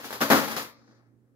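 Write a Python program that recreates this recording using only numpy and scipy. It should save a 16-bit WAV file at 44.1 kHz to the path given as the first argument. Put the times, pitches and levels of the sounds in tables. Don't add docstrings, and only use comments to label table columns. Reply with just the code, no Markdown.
import sys
import numpy as np
from scipy import signal
from scipy.fft import rfft, irfft, next_fast_len
from scipy.io import wavfile

SR = 44100
rng = np.random.default_rng(int(sys.argv[2]) if len(sys.argv) > 2 else 0)


def output_pcm(signal):
    pcm = np.clip(np.atleast_2d(signal).T, -1, 1) * 32767
    wavfile.write(sys.argv[1], SR, np.round(pcm).astype(np.int16))


def makeup_ratio(level_db):
    decades = np.asarray(level_db, float) / 20
    return 10 ** decades


N = 59535

# start_s, level_db, thump_db, crinkle_db
TUMBLING = [(0, -44.5, -0.5, -7.5), (.06, -53.5, -19, 8.5), (0.098, -54.5, -23, 5), (.17, -55.5, -1, -4),
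            (0.198, -63, -27, 7), (.36, -23.5, -5.5, -7.5), (.45, -38, 4.5, -5), (.51, -38, 1.5, -3.5),
            (.56, -37.5, -3.5, -8), (0.629, -46.5, -5.5, -1.5), (.68, -55.5, -5, -3),
            (.73, -65.5, 2.5, -0.5), (.8, -67, 9, -5.5), (.9, -68, 11.5, -1.5), (0.969, -68, 5, -5),
            (1.02, -70.5, -4, -14), (1.101, -76.5, 1.5, -14.5), (1.2, -84, 7, -26.5),
            (1.299, -83.5, 18, -23)]
FOLD_TIMES = [.0445, .0457, .1063, .1081, .1283, .1297, .2072, .2126, .2205, .2232, .3016, .3067, .3215,
              .3254, .3325, .5674, .8965]
# level_db, push_on_gas_db
FOLD_LEVELS = [(-11, -14), (-15, -14.5), (-4.5, -14.5), (-10, -15.5), (-10, -10.5), (-7, -9.5), (-9, 10),
               (3, -4), (3.5, -1), (-10, 0.5), (7, -2), (9.5, 3.5), (8, 1), (13, -5), (10.5, -4),
               (-18.5, -9), (-41.5, 11.5)]


def rms_one(x):
    return x / np.sqrt(np.mean(x ** 2) + 1e-20)


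def shaped(x, table, column=1, gain=makeup_ratio):
    size = next_fast_len(x.shape[-1] + 4096)
    hz = np.maximum(np.arange(size // 2 + 1) * SR / size, 1)
    rows = np.array(table)
    curve = np.interp(np.log(hz), np.log(rows[:, 0]), rows[:, column])
    return irfft(rfft(x, size) * gain(curve), size)[..., :x.shape[-1]]


def drift(rate_hz):
    r = np.exp(-2 * np.pi * rate_hz / SR)
    noise = rng.standard_normal(N + SR)
    return rms_one(signal.lfilter([1], [1, -2 * r, r * r], noise)[SR:])


def pair(x):
    # frequency_hz, likeness (-1 to 1)
    likeness = [(60, 0.82), (180, -0.4), (350, 1), (700, .5), (1500, -0.19), (3000, -0.071), (8000, -1.1),
                (14000, .05)]
    mid = shaped(x[0], likeness, gain=lambda c: np.sqrt(1 + np.clip(c, -1, 1)))
    side = shaped(x[1], likeness, gain=lambda c: np.sqrt(1 - np.clip(c, -1, 1)))
    return np.array([mid + side, mid - side]) / np.sqrt(2)


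def fan():
    # frequency_hz, level_db (rms), wobble_db
    hum_lines = [(119.5, -67, 2.5), (227, -74.5, 6.5)]
    # frequency_hz, level_db (per Hz)
    draught = [(30, -34), (70, 1), (300, 7.5), (500, -5.5), (1000, -20.5), (2200, -28), (4000, -46),
               (16000, -67)]
    t = np.arange(N) / SR
    hum = 0
    for hz, level_db, wobble_db in hum_lines:
        level = np.sqrt(2) * makeup_ratio(level_db + wobble_db * drift(2.8))
        hum = hum + level * np.sin(2 * np.pi * hz * t + 0.51 * drift(4))
    air = rms_one(shaped(pair(rng.standard_normal((2, N))), draught))
    return hum + makeup_ratio(-70 + 1.5 * drift(3)) * air


def room(x, lag_s):
    # frequency_hz, t60_s
    decay = [(60, .5), (250, .42), (1500, .4), (4000, .34), (8000, .24), (14000, .2)]
    tail_db, onset_s = 0.5, 0.0013
    t = np.arange(int(.8 * SR)) / SR
    rows = np.array(decay)
    white = pair(rng.standard_normal((2, len(t))))
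    edges = np.geomspace(60, 19000, 10)
    tail = 0
    for low, high in zip(edges, edges[1:]):
        t60 = np.interp(np.log(low * high) / 2, np.log(rows[:, 0]), rows[:, 1])
        band = signal.butter(2, [low, high], "band", fs=SR, output="sos")
        tail = tail + signal.sosfilt(band, white) * 10 ** (-3 * t / t60)
    tail = tail * (1 - np.exp(-(t / onset_s) ** 2)) * makeup_ratio(tail_db - 35)
    late = np.interp(np.arange(N) - round(lag_s * SR), np.arange(N), x)
    direct = np.array([late, x])
    return makeup_ratio(-5) * (direct + signal.fftconvolve(x[None], tail, axes=1)[:, :N])


def modes(push, table):
    out = 0
    for k, (hz, level_db, t60) in enumerate(table):
        r = 10 ** (-3 / (t60 * SR))
        w = 2 * np.pi * hz / SR
        gain = makeup_ratio(level_db) * np.sin(w) * (-1) ** k
        out = out + signal.lfilter([0, gain], [1, -2 * r * np.cos(w), r * r], push + 1e-18)
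    return out


def force(column=None, slap=0):
    # start_s, level_db, crumpling_s, thump_db, crinkle_db
    contacts = [
        (0.036, -49.5, 0.0033, 16.5, -13),
        (0.1066, -44, 0.0094, -22, -8.5),
        (0.126, -42.5, 0.031, -19.5, -4),
        (0.205, -27.5, .006, 2.5, -14),
        (0.2117, -28.5, 0.021, -35, -5.5),
        (.3012, -16.5, 0.022, 4.5, -13),
        (0.5641, -36, .02, -12.5, -3),
        (0.875, -66.5, 0.0038, 9, -31.5),
    ]
    attack_s, release_s, slap_s = .0006, 0.024, 0.018
    t = np.arange(N) / SR
    out = 0
    for row in contacts:
        since = np.maximum(t - row[0], 0)
        release = np.exp(-np.maximum(since - row[2], 0) / release_s)
        shape = (1 - np.exp(-since / attack_s)) * release
        shape = shape + slap * (since > 0) * np.exp(-since / slap_s)
        out = out + makeup_ratio(row[1] + (row[column] if column else 0)) * shape
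    return out


def gas():
    # frequency_hz, level_db, t60_s
    breathing = [(151, -16, .2), (222.7, -0.5, 0.19), (254, -2.5, 0.12), (278.5, -0.5, 0.22),
                 (319.6, -6, 0.12), (352, -15, 0.12), (466.8, -4.5, 0.13), (544, -9.5, 0.24)]
    t = np.arange(N) / SR
    s, tumble_db, thump_db, _ = np.transpose(TUMBLING)
    squeeze = makeup_ratio(-5.0) * force(column=3) + makeup_ratio(np.interp(t, s, tumble_db + thump_db))
    folds = np.zeros(N)
    for at, (level_db, push_db) in zip(FOLD_TIMES, FOLD_LEVELS):
        folds[int(at * SR)] = makeup_ratio(level_db + push_db)
    soft = signal.butter(1, 3600, fs=SR)
    turbulent = signal.lfilter(*soft, rng.standard_normal((2, N)) * squeeze)
    stirred = pair(modes(turbulent, breathing))
    return makeup_ratio(-33) * stirred + makeup_ratio(-31) * modes(signal.lfilter(*soft, folds), breathing)


def clicks(per_s, spread_db, upward):
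    draw = rng.random((3, N))
    sizes = makeup_ratio(spread_db * np.minimum(-np.log(draw[0] + 1e-9), 4))
    signed = sizes * np.where(draw[1] < upward, 1, -1)
    return rms_one(signed * (draw[2] < per_s / SR))


def patch(snaps):
    # frequency_hz, level_db, t60_s
    skin = [(478, -2, 0.12), (478, 0.5, 0.12), (528, -8, 0.031), (633, -13, 0.027), (683, -11, 0.089),
            (780, -0.5, 0.032), (884.7, 3, 0.027), (1030, -11.5, .05), (1150, -18.5, .06)]
    # frequency_hz, level_db (per Hz)
    crinkle_colour = [(1500, 3), (5000, 2), (7000, -2.5), (8200, -10.5), (10000, -3.5), (12500, 0.5),
                      (15600, -8), (16300, -24)]
    t = np.arange(N) / SR
    s, tumble_db, _, crinkle_db = np.transpose(TUMBLING)
    flex = makeup_ratio(np.interp(t, s, tumble_db) + 2.5 * drift(25))
    folds = np.zeros(N)
    for at, level_db, _ in snaps:
        folds[int(at * SR)] = makeup_ratio(level_db)

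    push = clicks(1300, 2.5, upward=0.87) * (force() + flex) + folds
    low_cut = signal.butter(1, 300, "high", fs=SR, output="sos")
    high_cut = signal.butter(5, 1883, fs=SR, output="sos")
    ringing = makeup_ratio(8.5) * push + makeup_ratio(-40) * modes(push, skin)
    pops = signal.sosfilt(np.vstack([low_cut, high_cut]), ringing)

    drive = force(column=4, slap=makeup_ratio(-1 - 16)) + flex * makeup_ratio(np.interp(t, s, crinkle_db))
    creases = clicks(11000, 1.5, upward=0.58) * drive
    near = np.clip((.76 - t) / .05, 0, 1)
    whisper = signal.butter(2, [3800, 6600], "band", fs=SR, output="sos")
    far = signal.sosfilt(whisper, creases * (1 - near))
    return pops + makeup_ratio(5) * shaped(creases * near + far + 0.068 * folds, crinkle_colour)


def scene():
    lags = [.00007, .00014, .0002, .00027]
    # frequency_hz, left_minus_right_db
    shading = [(60, -1.5), (150, .6), (300, 3), (600, 5), (1300, 8.5), (2500, 1.5), (5000, 0), (10000, -1)]
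    fan_pan_db = -6
    snaps = np.column_stack([FOLD_TIMES, FOLD_LEVELS])
    foil = 0
    for k, lag_s in enumerate(lags):
        foil = foil + room(patch(snaps[k::len(lags)]), lag_s)
    balloon = foil + gas()
    left = shaped(balloon[0], shading, gain=lambda db: makeup_ratio(db / 2))
    right = shaped(balloon[1], shading, gain=lambda db: makeup_ratio(-db / 2))
    rumble_cut = signal.butter(2, 120, "high", fs=SR, output="sos")
    shaded = signal.sosfilt(rumble_cut, np.array([left, right]))
    return shaded + fan() * makeup_ratio(np.array([[.5], [-.5]]) * fan_pan_db)


def low_pass(x):
    return signal.sosfilt(signal.butter(12, 16970, fs=SR, output="sos"), x)


def record(dry):
    hissy = dry + makeup_ratio(-85.5) * rng.standard_normal(dry.shape)
    top_cut = signal.cheby2(8, 50, 17200, fs=SR, output="sos")
    return low_pass(signal.sosfilt(top_cut, hissy))


dry = scene()
out = record(dry)
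output_pcm(out)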